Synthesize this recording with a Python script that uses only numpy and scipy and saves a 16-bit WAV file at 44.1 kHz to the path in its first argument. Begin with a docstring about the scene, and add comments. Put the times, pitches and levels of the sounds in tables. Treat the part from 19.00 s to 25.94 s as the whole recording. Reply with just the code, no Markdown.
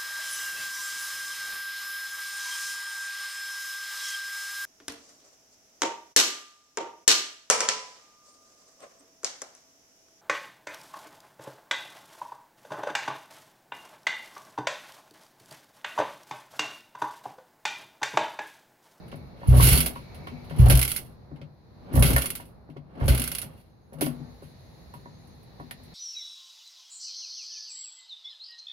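"""Motorcycle kicked over in a yard

A single-cylinder motorcycle is kicked over four times in a leafy yard and does not start; a fifth try slips.
Each stroke puffs air into the exhaust pipe, which rings low and dies away. Bursts of noise
make the whirr of the starter gears and the ratchet clicks as the lever returns, and ringing tones make the
knocks of boot and lever on the frame. Shaped noise gives far traffic, insects and leaves."""
import sys
import numpy as np
from scipy import signal
from scipy.fft import rfft, irfft, next_fast_len
from scipy.io import wavfile

SR = 44100
rng = np.random.default_rng(int(sys.argv[2]) if len(sys.argv) > 2 else 0)


def digitize_waveform(pressure):
    """Quantize a signal to 16-bit integers and store it at the path in sys.argv[1].

    Rows of a 2-D input are taken as channels; values are limited to [-1, 1].
    """
    field = np.atleast_2d(pressure).T
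    bounded = np.clip(field, -1, 1)
    quanta = np.round(bounded * 32767).astype(np.int16)
    wavfile.write(sys.argv[1], SR, quanta)


N = 306048   # length in samples
SIZE = 2 * next_fast_len(N // 2 + 4096)   # FFT length in samples, with room for echoes
HZ = np.arange(1, SIZE // 2 + 2) * SR / SIZE   # FFT grid; starts one step above zero so its log exists


def amp(db):
    """Decibels to gain."""
    return 10 ** (np.asarray(db) / 20)


def rms_one(x):
    """Scale to unit rms."""
    return x / np.sqrt(np.mean(x ** 2) + 1e-20)


def at_hz(points):
    """Read a table on the FFT grid, along a logarithmic pitch axis."""
    hz, value = np.transpose(points)
    return np.interp(np.log(HZ), np.log(hz), value)


def levels(rows):
    """Gains over time from the dB columns of a curve."""
    s, *columns = np.transpose(rows)
    t = np.arange(N) / SR
    return np.array([amp(np.interp(t, s, column)) for column in columns])


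def drift(rate):
    """Slow random wander: straight lines between random points, 'rate' points per second."""
    knots = rng.standard_normal(int(N / SR * 60) + 2)
    position = np.arange(N) / SR * np.clip(rate, .1, 59)
    return np.interp(position, np.arange(len(knots)), knots)


def ring(clicks, hz, t60):
    """A resonance: a unit click sets off a sine of starting height 1 that falls 60 dB in t60 seconds."""
    radius = amp(-60 / (t60 * SR))
    turn = 2 * np.pi * hz / SR
    feedback = [1, -2 * radius * np.cos(turn), radius * radius]
    return signal.lfilter([0, np.sin(turn)], feedback, clicks + 1e-18)


def soft(x, cutoff_hz):
    """Round off sudden steps with two equal one-pole low-passes."""
    r = np.exp(-2 * np.pi * cutoff_hz / SR)
    return signal.lfilter([(1 - r) ** 2], [1, -2 * r, r * r], x)


def train(times, gains):
    """Clicks of given heights at given times."""
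    out = np.zeros(N)
    np.add.at(out, (np.asarray(times) * SR).astype(int), gains)
    return out


def wide_noise(spectrum, likeness):
    """Stereo noise of rms 1: a shared part and an opposed part set how alike the ears are at each pitch."""
    mid, side = rfft(rng.standard_normal((2, SIZE)))
    alike = np.clip(at_hz(likeness), 0, 1)
    pair = np.sqrt(1 + alike) * mid + np.sqrt(1 - alike) * side * [[1], [-1]]
    return rms_one(irfft(pair * amp(at_hz(spectrum)), SIZE)[:, :N])


def split(x):
    """Separate the sound below and above 6500 Hz, each scaled to rms 1."""
    low = signal.sosfilt(signal.butter(4, 6500, fs=SR, output="sos"), x)
    high = signal.sosfilt(signal.butter(4, 6500, "high", fs=SR, output="sos"), x)
    return rms_one(low), rms_one(high)


def faint_tones(lines, tone_swell, t60):
    """Noise heard through narrow resonances becomes wavering tones."""
    tones = sum(amp(db) * rms_one(ring(rng.standard_normal((2, N)), hz, t60)) for hz, db in lines)
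    return levels(tone_swell) * tones


# how loud the yard is over time: t/s, traffic level/dB, insect level/dB
YARD_LEVELS = [(0, -45, -62.5), (.4, -48.5, -66.5), (1.05, -43, -59.5), (1.5, -40.5, -60.5),
               (2.15, -48.5, -70), (2.55, -53.5, -74.5), (2.85, -46.5, -67.5), (3.5, -49.5, -74.5),
               (3.9, -52.5, -78.5), (4.5, -44.5, -72), (4.65, -55, -74), (4.95, -57, -77), (5.15, -49, -64),
               (5.8, -48, -63), (6.45, -50, -64), (6.94, -47, -58.5)]
# noise colours of traffic, insects and leaves: f/Hz, relative level/dB per Hz
TRAFFIC_COLOUR = [(15, -48), (25, -34), (54, -3), (156, -3.5), (252, -10.5), (273, -17.5), (306, -13),
                  (378, -15.5), (409, -15), (567, -16.5), (674, -17.5), (787, -18), (2500, -39.5),
                  (3250, -69.5), (5500, -120)]
INSECT_COLOUR = [(1060, -42), (1800, -3.5), (3160, -14), (4130, 0.5), (5170, -11.5), (5780, -14),
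                 (6550, -16.5), (6680, -18.5), (8000, -31.5), (10400, -57), (17600, -120)]
LEAF_COLOUR = [(4710, -47), (8000, -32), (9980, 2.5), (11900, 1), (16100, -6), (16400, -22), (16500, -50)]
# how alike the yard is at the two ears: f/Hz, likeness (below 0 counts as 0)
YARD_LIKENESS = [(60, 0.97), (240, 0.41), (950, 0.13), (3770, -0.57), (15000, -0.8)]
# faint wavering whistles that swell late on and fall away: f/Hz, level/dB before the swell
WHISTLE_TONES = [(5510, -97.5), (6360, -88), (6990, -95), (10600, -86.5), (11640, -97.5)]
# their swell: t/s, added level/dB
WHISTLE_LEVELS = [(4.4, -23), (4.6, -6), (5.3, 9), (6.3, 12.5), (6.6, -9.5)]
# faint wavering tones, strongest early on: f/Hz, level/dB before the swell
SQUEAK_TONES = [(2250, -69.5), (2600, -78)]
# their swell: t/s, added level/dB
SQUEAK_LEVELS = [(0, -1), (.2, 3), (.4, -7), (1.101, 7.5), (1.4, 10), (1.6, -15), (2.1, -30)]
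LEAVES_DB = -11.5   # relative to the insects


def yard():
    """Far traffic, insects and leaves are coloured noise; faint tones come from narrow resonances."""
    traffic, insects = levels(YARD_LEVELS)
    rumble = traffic * amp(1.9 * drift(rate=5.0)) * wide_noise(TRAFFIC_COLOUR, YARD_LIKENESS)
    buzz = insects * wide_noise(INSECT_COLOUR, YARD_LIKENESS)
    rustle = insects * amp(LEAVES_DB + 3 * drift(rate=11.0)) * wide_noise(LEAF_COLOUR, YARD_LIKENESS)
    whistles = faint_tones(WHISTLE_TONES, WHISTLE_LEVELS, t60=.15)
    squeaks = faint_tones(SQUEAK_TONES, SQUEAK_LEVELS, t60=0.033)
    return rumble + buzz + rustle + whistles + squeaks


# knocks of boot and lever: t/s, relative level/dB, brightness/dB per octave, favoured f/Hz
KNOCK_EVENTS = [(0.126, -27.5, 1, 1230), (0.14, -34.5, 3.5, 244), (.416, -37.5, 4, 553),
                (.432, -40.5, 7.5, 900), (.598, -13.5, 2.5, 1010), (0.77, -18, -3, 930),
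                (0.863, -35, 6, 623), (.959, -31, 4.5, 1000), (1.271, -30.5, 4, 1230),
                (1.32, -34.5, -7.5, 243), (1.508, -27.5, 2.5, 157), (1.665, -27, 7, 754),
                (1.7, -20.5, 5, 571), (1.712, -22, 2.5, 575), (2.314, -30, -2, 303),
                (2.415, -30.5, -4, 557), (2.903, -39.5, 0, 303), (2.939, -18.5, 0, 280),
                (2.958, -11, -1, 300), (2.975, -20.5, 3.5, 570), (3.026, -11.5, -4.5, 590),
                (3.164, -24.5, 9.5, 1610), (3.178, -27.5, 8.5, 1390), (3.241, -36.5, 10, 244),
                (3.399, -36.5, 5, 905), (3.689, -33, 0, 299), (3.764, -28, -0.5, 447), (4.01, -28, 5, 218),
                (4.08, -16.5, 0, 564), (4.189, -27.5, 0, 250), (4.322, -36, 5, 235),
                (4.429, -36, 5.5, 1260), (4.923, -34, -1, 489), (4.938, -32.5, -0.5, 650),
                (4.983, -37, -5, 563), (5.012, -16, 1, 624), (5.022, -12, 0.5, 303),
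                (5.065, -19.5, 2, 270.6), (5.2, -30, -7, 323), (5.273, -47, -1, 264),
                (5.422, -32.5, -0.5, 426), (5.938, -37, 4.5, 978), (6.057, -34.5, 3, 940),
                (6.281, -52.5, -12, 252), (6.598, -28.5, 1.5, 957), (6.608, -31.5, 1, 733),
                (6.629, -38, -3.5, 246), (6.711, -41.5, 6, 1800), (6.799, -43, 2, 250)]
# ringing modes of the frame: f/Hz, relative level/dB, t60/s (time to fall 60 dB)
FRAME_MODES = [(142.5, -2, 0.36), (156.5, -2.5, 0.41), (244.4, -5, 0.43), (262.5, -8, 0.19),
               (299.3, -7.5, 0.18), (402, -3, 0.061), (559.4, -5.5, 0.14), (649, -9, 0.093),
               (760, -6, 0.052), (963, -12.5, 0.085), (1096, -12, 0.09), (1420, -17.5, 0.056),
               (1794, -8, 0.03)]


def knocks():
    """Every knock strikes each frame mode with a strength of its own, most near the spot's favoured pitch."""
    s, peak_db, bright_db, spot_hz = np.transpose(KNOCK_EVENTS)
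    strength_db = rng.normal(0, 2.2, (len(s), len(FRAME_MODES)))
    out = 0
    for k, (hz, level_db, t60) in enumerate(FRAME_MODES):
        favour_db = 11 * np.exp(-(np.log2(hz / spot_hz) / 0.24) ** 2)
        tone_db = bright_db * np.log2(hz / 250) + favour_db
        gains = amp(peak_db + level_db - 12.5 + tone_db + strength_db[:, k])
        out = out + ring(train(s, gains * (-1) ** k), hz, t60)   # neighbouring modes start in opposite directions
    return out


# noise colour of gears and ratchet: f/Hz, relative level/dB per Hz
METAL_COLOUR = [(710, -29), (1200, -10), (1560, -2.5), (1720, -14), (2150, -0.5), (2450, -5.5),
                (2790, -1.5), (3710, -10.5), (4280, -9.5), (5100, -17), (7410, -27), (10800, -10),
                (15400, -26), (16000, -23.5), (16500, -36)]
# the bike is wide, so its rattles differ at each ear: f/Hz, likeness
BIKE_LIKENESS = [(200, 0.69), (600, 0.62), (2000, 0.079), (10000, 0.24)]
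# ringing modes of the lever: f/Hz, relative level/dB, t60/s
LEVER_MODES = [(2150, -10.5, .04), (2730, -12, 0.02), (2760, -9.5, .09), (3327, -11, 0.043),
               (4440, -11.5, 0.098), (8326, -19.5, 0.04), (9990, 2.5, 0.11), (10690, -4.5, 0.055),
               (12100, -14.5, 0.051), (14200, -16, .05)]
# the pawl skips over the ratchet teeth as the lever returns: t/s, relative level/dB
PAWL_CLICKS = [(0.6702, -13), (0.6881, -11.5), (0.7324, -12), (.754, -21), (.7755, -10.5), (0.8052, -9.5),
               (0.8608, -15.5), (1.723, -20), (1.753, -13), (1.7734, -13.5), (1.7925, -11), (1.8148, -11),
               (1.8278, -10.5), (1.8495, -14), (1.878, -17), (1.9164, -15.5), (1.9623, -17), (3.105, -21),
               (3.132, -19.5), (3.163, -13.5), (3.1813, -15.5), (3.2199, -16.5), (3.258, -16.5),
               (3.3034, -18.5), (3.3525, -23.5), (4.148, -20), (4.1768, -18.5), (4.1965, -16),
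               (4.2186, -17), (4.24, -18.5), (4.2767, -18.5), (4.3166, -18), (4.35, -16.5), (4.3843, -18.5),
               (4.4166, -24.5)]
# the lever is set, takes up, hits its stop and rattles: t/s, relative level/dB,
# treble below 6500 Hz relative to that above/dB, t60/s (kept within 0.01 to 0.4 s)
LEVER_CLICKS = [(0.081, -53, 3, 0.12), (0.116, -58, 20.5, 0.14), (.157, -50.5, -12, 0.13),
                (0.4736, -30.5, -12, 0.53), (.5415, -31.5, -2.5, 0.47), (0.567, -21, -10, 0.47),
                (.606, -22, 3.5, .28), (0.622, -9, -13.5, 0.47), (0.9554, -48, 8.5, 0.29),
                (1.146, -46.5, 2.5, 0.16), (1.271, -51.5, 16.5, 0.16), (1.444, -55.5, 5, 0.22),
                (1.498, -52.5, 12.5, 0.29), (1.5623, -46.5, 1, 0.25), (1.585, -30, -2, 0.79),
                (1.659, -30, 3.5, 0.11), (1.685, -21.5, -27, 0.049), (1.699, -11.5, -1.5, 0.17),
                (2.3597, -66, 16, .12), (2.4153, -66, 24.5, 0.099), (2.9294, -32.5, -6.5, 0.33),
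                (2.9534, -25, -9, 0.21), (2.9948, -23, -29, 0.1), (3.0245, -12.5, -0.5, .15),
                (3.0525, -18, -3.5, 0.43), (3.402, -43, 0.5, 0.17), (3.453, -52.5, -7, 0.28),
                (3.6994, -64, 13, 0.12), (3.7684, -67.5, 24, 0.074), (3.997, -50, 10, 0.43),
                (4.0407, -43.5, -4, 0.13), (4.058, -36, -24, .15), (4.0808, -20, 2, .27),
                (4.445, -53, 7, 0.11), (4.5605, -69, -15, .17), (4.9312, -46.5, -4, 0.13),
                (4.9858, -55, 3, 0.27), (5.01, -20, -4.5, 0.22), (5.062, -28, -5, 0.049),
                (5.4216, -51, -1, .36), (5.938, -47.5, 0, .17), (6.273, -57, -11.5, .12),
                (6.43, -53.5, -12, 0.084), (6.6, -60, 4.5, 0.14), (6.71, -33, 3.5, 0.067),
                (6.8344, -50, -18, 0.15)]
PAWL_LOW_DB, PAWL_RING_DB, CLICK_RING_DB = -6.5, -21, -15   # low treble, then the lever's ring
PAWL_T60_S, PAWL_LAST_T60_S = 0.049, 0.11   # the last tooth of a run rings on
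SLACK_RISE_S = 0.00785   # long rattles set in gradually


def ratchet():
    """Each click is a rattling burst of noise that dies away, with a ring of the lever."""
    low, high = split(wide_noise(METAL_COLOUR, BIKE_LIKENESS))
    out = np.zeros((2, N))
    t = np.arange(int(.3 * SR)) / SR
    last = np.diff([s for s, db in PAWL_CLICKS], append=N / SR) > .2   # a long gap follows
    hits = []
    for (s, db), ends_run in zip(PAWL_CLICKS, last):
        t60 = PAWL_LAST_T60_S if ends_run else PAWL_T60_S
        hits.append((s, db, PAWL_LOW_DB, t60, PAWL_RING_DB))
    hits += [(*row, CLICK_RING_DB) for row in LEVER_CLICKS]

    for s, peak_db, low_db, t60, ring_db in hits:
        at = int(s * SR)
        part = slice(at, min(N, at + len(t)))
        fade = amp(peak_db - 10.5 - 60 * t / np.clip(t60, .01, .4))
        fade = fade * (1 + 0.42 * np.exp(-t / 0.00041))   # a crack leads
        if t60 > .3:
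            fade = fade * (1 - np.exp(-t / SLACK_RISE_S))
        out[:, part] += fade[:N - at] * (high[:, part] + amp(low_db) * low[:, part])

    s, peak_db, low_db, _, ring_db = np.transpose(hits)
    strength_db = rng.normal(0, 2.4, (len(s), len(LEVER_MODES)))
    for k, (hz, level_db, t60) in enumerate(LEVER_MODES):
        treble_db = (hz < 6500) * low_db
        gains = amp(peak_db + ring_db + level_db + treble_db + strength_db[:, k])
        out += ring(train(s, gains), hz, t60)
    return out


def swell(at_s, hold_s, level_db, rise_db_per_s, fall_db_per_s):
    """Summed gains that rise to a level by at_s, hold and fall, one per kick."""
    t = np.arange(0, N + 64, 64)[:, None] / SR   # every 64 samples is fine enough
    before_db = rise_db_per_s * (at_s - t)
    after_db = fall_db_per_s * (t - at_s - hold_s)
    under_db = np.maximum(0, np.maximum(before_db, after_db))
    return np.interp(np.arange(N) / SR, t[:, 0], amp(level_db - under_db).sum(axis=1))


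# the kicks: piston push t/s, its hold/s, casing rumble relative level/dB, air rush relative level/dB,
# gears at speed t/s, their hold/s, grind relative level/dB, whirr relative level/dB
KICK_EVENTS = [(0.542, 0.19, -28.5, -32, 0.7, 0.063, -34.5, -28.5),
               (1.634, 0.085, -28, -30.5, 1.892, 0.027, -47.5, -38.5),
               (2.966, 0.16, -29.5, -36, 3.2, 0.069, -49.5, -43.5),
               (4.032, .12, -35, -45, 4.19, 0.18, -52, -49),
               (5.041, 0.0077, -38, -45, 4.59, 0.0092, -72, -71)]
PUSH_RISE_DB_PER_S, PUSH_FALL_DB_PER_S = 175, 87.5
RUSH_LATE_S, RUSH_FALL_DB_PER_S = 0.031, 60.5   # the air follows the piston
SPIN_RISE_DB_PER_S, SPIN_FALL_DB_PER_S, GRIND_RISE_DB_PER_S = 166, 186.5, 121.5


def turning():
    """Each kick pushes the piston and spins the gears: gains for air rush, rumble, grind and whirr."""
    (push_s, push_hold_s, rumble_db, rush_db,
     spin_s, spin_hold_s, grind_db, whirr_db) = np.transpose(KICK_EVENTS)
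    rush = swell(push_s + RUSH_LATE_S, push_hold_s, rush_db, PUSH_RISE_DB_PER_S, RUSH_FALL_DB_PER_S)
    rumble = swell(push_s, push_hold_s, rumble_db, PUSH_RISE_DB_PER_S, PUSH_FALL_DB_PER_S)
    grind = swell(spin_s, spin_hold_s, grind_db, GRIND_RISE_DB_PER_S, SPIN_FALL_DB_PER_S)
    whirr = swell(spin_s, spin_hold_s, whirr_db, SPIN_RISE_DB_PER_S, SPIN_FALL_DB_PER_S)
    return rush, rumble, grind, whirr


# noise colour of the casing: f/Hz, relative level/dB per Hz
CASING_COLOUR = [(100, -33.5), (170, -1.5), (201, -13), (243, -2), (401, -9.5), (573, -10), (842, -15),
                 (1290, -20.5), (1540, -25.5), (1800, -26), (2340, -41.5), (3960, -120)]
TEETH_PER_S = 630   # tooth contacts, on average
SCRAPE_DB = -25.5   # the lever grinds while it pushes, relative to the rumble


def gears(rumble, grind, whirr):
    """Uneven tooth contacts gate the noise and ring the lever; the casing rumbles in surges."""
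    contact = rng.random(N) < TEETH_PER_S / SR
    teeth = contact * amp(3.5 * np.minimum(rng.exponential(1, N), 3))
    bursts = 0.35 + rms_one(signal.lfilter([1], [1, -amp(-60 / (0.046 * SR))], teeth))   # t60 0.046 s each
    casing = wide_noise(CASING_COLOUR, BIKE_LIKENESS) * amp(2.5 * drift(rate=28.0))
    low, high = split(wide_noise(METAL_COLOUR, BIKE_LIKENESS))
    clatter = 0
    for hz, db, t60 in LEVER_MODES:
        if hz < 6500:
            clatter = clatter + amp(db) * ring(teeth * rng.standard_normal(N), hz, t60)
    scrape = amp(SCRAPE_DB) * rumble
    metal = bursts * ((grind + scrape) * low + whirr * high)
    return amp(-2.5) * rumble * casing + metal + grind * rms_one(clatter)


# exhaust puffs: t/s, relative level/dB, upper pipe modes relative level/dB, t60 of the lowest mode/s
EXHAUST_PUFFS = [(0.4848, -4, 0, 1.7), (0.581, -10, 3.5, 0.62), (0.632, -9, 4.5, 0.57),
                 (0.679, -16.5, 0.5, .7), (0.719, -4.5, -6, 0.53), (0.747, -14.5, -2, 0.42),
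                 (1.595, -4, 2.5, 1.5), (1.645, -7.5, 2.5, .9), (1.686, -8.5, 2.5, .9),
                 (1.7386, -4, 0.5, .3), (2.941, -16, 0.5, 0.67), (2.972, -11, 5.5, 0.42),
                 (2.985, -9.5, 2.5, 0.57), (3.004, -8, 5, 0.21), (3.05, -15, -1.5, 0.61),
                 (3.085, -16, 0, .5), (3.142, -7.5, -3.5, 0.22), (4.017, -16, 1, 1.2),
                 (4.06, -13.5, 0, 1.4), (4.088, -4, -16, 0.34), (4.105, -11, 1.5, .4)]
# ringing modes of the pipe: f/Hz, relative level/dB, share of the t60
PIPE_MODES = [(62.5, 0, 1.0), (125, 0, .85), (90, -1.5, .16)]


def exhaust(rush):
    """Each puff sets the pipe ringing afresh; turbulent air keeps its modes stirring."""
    puffs = np.zeros(N)
    t = np.arange(SR // 2) / SR
    next_puffs = [row[0] for row in EXHAUST_PUFFS[1:]] + [N / SR]
    for (s, peak_db, upper_db, t60), after in zip(EXHAUST_PUFFS, next_puffs):
        at = int(s * SR)
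        cut = amp(-60 * np.maximum(t - (after - s), 0) / 0.063)   # the port opens again and kills the old ring
        for k, (hz, level_db, share) in enumerate(PIPE_MODES):
            mode_db = peak_db + level_db - 3.5 + (k > 0) * upper_db
            fade = amp(mode_db - 60 * t / (share * t60))
            puffs[at:at + len(t)] -= cut * fade * np.sin(2 * np.pi * hz * t)   # suction comes first

    white = rng.standard_normal(N)
    air = 0
    for hz, level_db, share in PIPE_MODES:
        air = air + amp(level_db) * ring(white, hz, 0.14 * share)
    high_pass = signal.butter(3, 46, "high", fs=SR, output="sos")
    pulses = signal.sosfilt(high_pass, soft(puffs, cutoff_hz=160))
    return pulses + amp(-5) * rush * rms_one(air)


# tone balance of the direct and scattered sound: f/Hz, left minus right level/dB
SIDE_TILT = [(60, 2.5), (99, -11), (160, 12.5), (270, 9.5), (450, 0), (740, -1.5), (1220, -4.5),
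             (2010, -3.5), (3330, -0.5), (5500, 10), (9080, -7), (15000, -14.5)]
# scatter off wall and foliage: f/Hz, level relative to the direct sound/dB
SCATTER_LEVELS = [(50, -29), (130, -13), (300, -14), (1000, -7), (4000, -7), (12000, -12)]
LEFT_LAG_S, ECHO_T60_S = 12 / 44100, 0.13


def placed(x):
    """The bike stands to the right: left hears it later and coloured otherwise; scatter differs per side."""
    tilt_db = at_hz(SIDE_TILT) / 2
    t = np.arange(SR // 2) / SR
    tails = rng.standard_normal((2, len(t))) * amp(-60 * t / ECHO_T60_S) * (t > .003)
    tails = tails / np.sqrt(np.sum(tails ** 2, axis=1, keepdims=True))
    scatter = rfft(tails, SIZE) * amp(at_hz(SCATTER_LEVELS))
    direct = np.array([np.exp(-2j * np.pi * HZ * LEFT_LAG_S), np.ones(len(HZ))])
    path = (direct + scatter) * amp([tilt_db, -tilt_db])
    return irfft(rfft(x, SIZE) * path, SIZE)[:, :N]


def scene():
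    """The bike's sounds are placed in the yard, whose own sounds are added."""
    rush, rumble, grind, whirr = turning()
    bike = knocks() + ratchet() + gears(rumble, grind, whirr) + exhaust(rush)
    return yard() + placed(bike)


CUTOFF_HZ = 16700   # 70 dB down from here up


def record(dry):
    """The highest peaks are rounded and the top is cut steeply."""
    rounded = 1.2 * np.tanh(dry / 1.2)
    return signal.sosfilt(signal.cheby2(14, 70, CUTOFF_HZ, fs=SR, output="sos"), rounded)


dry = scene()
out = record(dry)
digitize_waveform(out)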